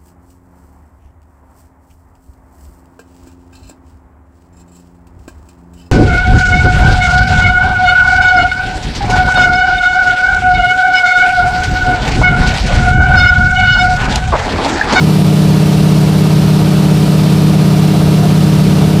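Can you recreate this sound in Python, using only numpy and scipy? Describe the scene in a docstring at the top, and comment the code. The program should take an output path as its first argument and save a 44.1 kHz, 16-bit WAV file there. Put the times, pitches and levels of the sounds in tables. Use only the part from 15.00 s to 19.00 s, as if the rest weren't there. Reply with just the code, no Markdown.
"""A deep, throbbing drone fills the cockpit of a float plane in level flight.
It is the firings and propeller blades of a nine-cylinder radial engine at a steady 2050 rpm, sounding
on multiples of the engine cycle. The exhaust rasps in step and sets cabin fittings ringing, the airframe
rumbles and the slipstream hisses round the windscreen. A limiter holds the loudest throbs down."""
import sys
import numpy as np
from scipy import signal
from scipy.fft import rfft, irfft
from scipy.io import wavfile
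from scipy.ndimage import uniform_filter1d, minimum_filter1d

SR = 44100
rng = np.random.default_rng(int(sys.argv[2]) if len(sys.argv) > 2 else 0)


def master(y):
    """Save y as 16-bit WAV."""
    cut = np.clip(np.atleast_2d(y).T, -1, 1)
    pcm = np.round(cut * 32767)  # scale
    wavfile.write(sys.argv[1], SR, pcm.astype(np.int16))


N = 176400

CYLINDERS, GUSTS_PER_S = 9, 7
RASP_FROM_HZ, HISS_FROM_HZ = 414, 1600   # rumble below, exhaust rasp between, slipstream above


def engine(angle, drone_trim_db=.1, buzz_trim_db=-1):
    """Firings and propeller blades: a solid, deep drone with a fluttering buzz on top."""
    # The body: 9 and 18 are the firing rate and its octave, the rest comes from unequal cylinders
    # and the blades. Columns: cycle_multiple, level_db (rms, before the trim)
    drone_partials = [(4, -34), (5, -33.2), (6, -25), (7, -25), (8, -25), (9, -10), (10, -31.5), (11, -14),
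                      (12, -20.5), (13, -33), (14, -30), (15, -40), (16, -36.5), (18, -22.5), (19, -39.5),
                      (20, -54), (21, -51.5), (22, -38), (23, -30.5), (24, -31), (25, -29.5), (26, -39.5),
                      (27, -35), (28, -39), (29, -43.5), (30, -45.5), (31, -48.5), (33, -38.5), (34, -39),
                      (35, -45.5), (36, -36)]
    # Higher partials that stand out as a buzz: cycle_multiple, level_db (rms, before the trim)
    buzz_partials = [(37, -45), (41, -46), (42, -44.5), (45, -50), (48, -48), (51, -47.2), (52, -44),
                     (55, -40.5), (56, -42), (57, -45.5), (68, -48), (72, -42)]
    drone = from_db(drone_trim_db) * partials(drone_partials, angle, flutter=.04)
    buzz = from_db(buzz_trim_db) * partials(buzz_partials, angle, flutter=.38)
    return drone + buzz + fine_buzz(angle, first_multiple=round(buzz_partials[-1][0]) + 1)


def engine_angle(jitter_rad=.005, jitters_per_s=6):
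    """Radians through the four-stroke cycle (two crank turns), nudged by uneven combustion."""
    # Cruising speed, barely wandering: time_s, speed_rpm
    engine_speed = [(0, 2051.1), (1.6, 2050), (2.8, 2052), (3.5, 2048.4), (4, 2050)]
    time_s, speed_rpm = np.transpose(engine_speed)
    cycles_per_s = np.interp(np.arange(N) / SR, time_s, speed_rpm) / 120
    return 2 * np.pi * np.cumsum(cycles_per_s) / SR + jitter_rad * drift(jitters_per_s)


def partials(rows, angle, flutter, flutters_per_s=4.3):
    """Sines locked to the engine, each fluttering in level and phase."""
    out = np.zeros(N)
    for multiple, level_db in rows:
        phase = np.round(multiple) * angle + rng.uniform(0, 2 * np.pi)
        tone = (1 + flutter * drift(flutters_per_s)) * np.cos(phase)
        phase_flutter = flutter * drift(flutters_per_s) * np.sin(phase)
        out += from_db(level_db) * (tone + phase_flutter)
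    return np.sqrt(2) * out


def fine_buzz(angle, first_multiple, start_db=-55, fall_db_per_octave=7, scatter_db=2.5):
    """A faint edge above the buzz: a comb of uneven partials, repeating every engine cycle."""
    count, size = 80, 8192
    multiples = first_multiple + np.arange(count)
    slope_db = start_db - fall_db_per_octave * np.log2(multiples / first_multiple)
    level_db = slope_db + scatter_db * rng.standard_normal(count)
    comb = np.zeros(size // 2 + 1, complex)
    comb[multiples] = from_db(level_db) * np.exp(2j * np.pi * rng.random(count))
    one_cycle = irfft(comb) * size / np.sqrt(2)
    return np.interp(angle / (2 * np.pi), np.arange(size) / size, one_cycle, period=1)


def exhaust(angle, cycle_depth=.14, firing_depth=.08, trim_db=-.1, gust_db=.5):
    """Rough gas noise that swells with each firing and once per cycle, and burbles now and then."""
    # Brief burbles of the exhaust: peak_s, lift_db
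    burbles = [(.11, 3.5), (.41, 1), (1.045, 2), (1.26, 2), (2.15, 2), (3.82, 3), (3.95, 1)]
    pulsing = 1 - cycle_depth * np.cos(angle) + firing_depth * np.cos(CYLINDERS * angle)
    gain_db = trim_db + lifts(burbles, width_s=.014) + gust_db * drift(GUSTS_PER_S)
    return from_db(gain_db) * pulsing * turbulence(RASP_FROM_HZ, HISS_FROM_HZ)


def airframe(trim_db=.1, gust_db=.7):
    """Low rumble of the buffeted cabin panels."""
    # Gentle swells of the rumble: peak_s, lift_db
    swells = [(2.05, 1.5), (3.2, 2.5), (3.72, 2)]
    gain_db = trim_db + lifts(swells, width_s=.14) + gust_db * drift(GUSTS_PER_S)
    return from_db(gain_db) * turbulence(18, RASP_FROM_HZ)


def slipstream(angle, pulse_depth=.066, gust_db=.1):
    """Even hiss of air round the windscreen, pulsing faintly with the engine."""
    pulsing = 1 - pulse_depth * (np.cos(angle) + np.cos(2 * angle))
    return from_db(gust_db * drift(GUSTS_PER_S)) * pulsing * cockpit(turbulence(HISS_FROM_HZ, SR))


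def fittings(swing_db=4.5, swings_per_s=4):
    """Narrow rings of cabin parts, shaken by the exhaust in short flutters."""
    # Resonances of the fittings: pitch_hz, width_hz, level_db (rms, at the middle of the swing)
    resonances = [(715, 45, -43), (2670, 110, -53.5), (4060, 70, -58), (4450, 110, -58)]
    out = np.zeros(N)
    for pitch_hz, width_hz, level_db in resonances:
        resonator = signal.iirpeak(pitch_hz, pitch_hz / width_hz, fs=SR)
        ring = signal.lfilter(*resonator, rng.standard_normal(N))
        out += from_db(level_db + swing_db * drift(swings_per_s)) * ring / ring.std()
    return out


def cockpit(hiss, reflection_db=-21, longest_delay_s=.007, sway_s=.00005, sways_per_s=.32):
    """Panels colour the hiss; six close reflections add a ripple that shifts as the microphone sways."""
    # Panel and windscreen resonances: centre_hz, width_hz, lift_db
    panels = [(2220, 56, 2), (2680, 180, 1.5), (2920, 77, 0), (3990, 67, 1.5), (4400, 97, 1),
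              (4930, 110, 0), (7500, 180, 1.5)]
    hz, samples = np.arange(N // 2 + 1) * SR / N, np.arange(N)
    lift_db = sum(db / (1 + (2 * (hz - centre) / width) ** 2) for centre, width, db in panels)
    coloured = irfft(rfft(hiss) * from_db(lift_db), N)
    reflections = np.zeros(N)
    for delay_s in longest_delay_s * rng.uniform(.1998, 1, 6):
        swaying_delay_s = delay_s + sway_s * drift(sways_per_s)
        reflections += np.interp(samples - SR * swaying_delay_s, samples, coloured)
    return coloured + from_db(reflection_db) * reflections


def turbulence(low_hz, high_hz):
    """The band of the cabin's noise bed that lies between two crossover points."""
    # Turbulent noise in the cabin, heaviest in the bass: frequency_hz, density_db (in a 1 Hz band)
    noise_spectrum = [(20, -63.6), (35, -57), (60, -46), (100, -41.5), (140, -41.5), (190, -42.5),
                      (250, -48), (340, -49.5), (430, -52), (520, -54.5), (620, -52), (720, -51),
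                      (820, -57), (1000, -58.5), (1300, -59.5), (1900, -66.5), (2700, -63.5), (4300, -64),
                      (5500, -67), (6800, -72.5), (9000, -72), (12000, -75.5), (15000, -79)]
    frequency_hz, density_db = np.transpose(noise_spectrum)
    hz = np.maximum(np.arange(N // 2 + 1) * SR / N, 1)
    density = from_db(np.interp(np.log(hz), np.log(frequency_hz), density_db))
    band = 1 / ((1 + (low_hz / hz) ** 8) * (1 + (hz / high_hz) ** 8))
    return irfft(rfft(rng.standard_normal(N)) * density * np.sqrt(band * SR / 2), N)


def lifts(rows, width_s):
    """Bell-shaped bumps of level over time, in dB."""
    t = np.arange(N) / SR
    return sum(lift_db * np.exp(-.5 * ((t - peak_s) / width_s) ** 2) for peak_s, lift_db in rows)


def drift(rate):
    """A smooth random wander with spread 1, changing about `rate` times a second."""
    pole = np.exp(-200 * np.pi * rate / SR)
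    noise = rng.standard_normal(N // 100 + 2002)   # one value per 100 samples, plus a run-in
    slow = signal.lfilter([1], [1, -2 * pole, pole * pole], noise)[2000:]
    return np.interp(np.arange(N) / 100, np.arange(len(slow)), slow / slow.std())


def from_db(db):
    """Decibels to gain."""
    return 10 ** (np.asarray(db) / 20)


def scene():
    """All sources at one microphone behind the windscreen."""
    angle = engine_angle()
    return (engine(angle) + exhaust(angle) + airframe() + fittings() + slipstream(angle))[None]


def record(dry, limit_db=-.2, attack_s=.003, release_db_per_s=56, cutoff_hz=15300):
    """A look-ahead limiter ducks the highest peaks and recovers; a steep low-pass cuts the top."""
    over_db = np.maximum(20 * np.log10(np.abs(dry[0]) + 1e-9) - limit_db, 0)
    release_ramp = release_db_per_s * np.arange(N) / SR
    gain_db = release_ramp - np.maximum.accumulate(over_db + release_ramp)
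    span = 2 * int(attack_s * SR / 2) + 1
    smooth_gain_db = uniform_filter1d(minimum_filter1d(gain_db, span), span)
    low_pass = signal.ellip(12, .1, 80, cutoff_hz, fs=SR, output="sos")
    return signal.sosfilt(low_pass, dry * from_db(smooth_gain_db))


dry = scene()
out = record(dry)
master(out)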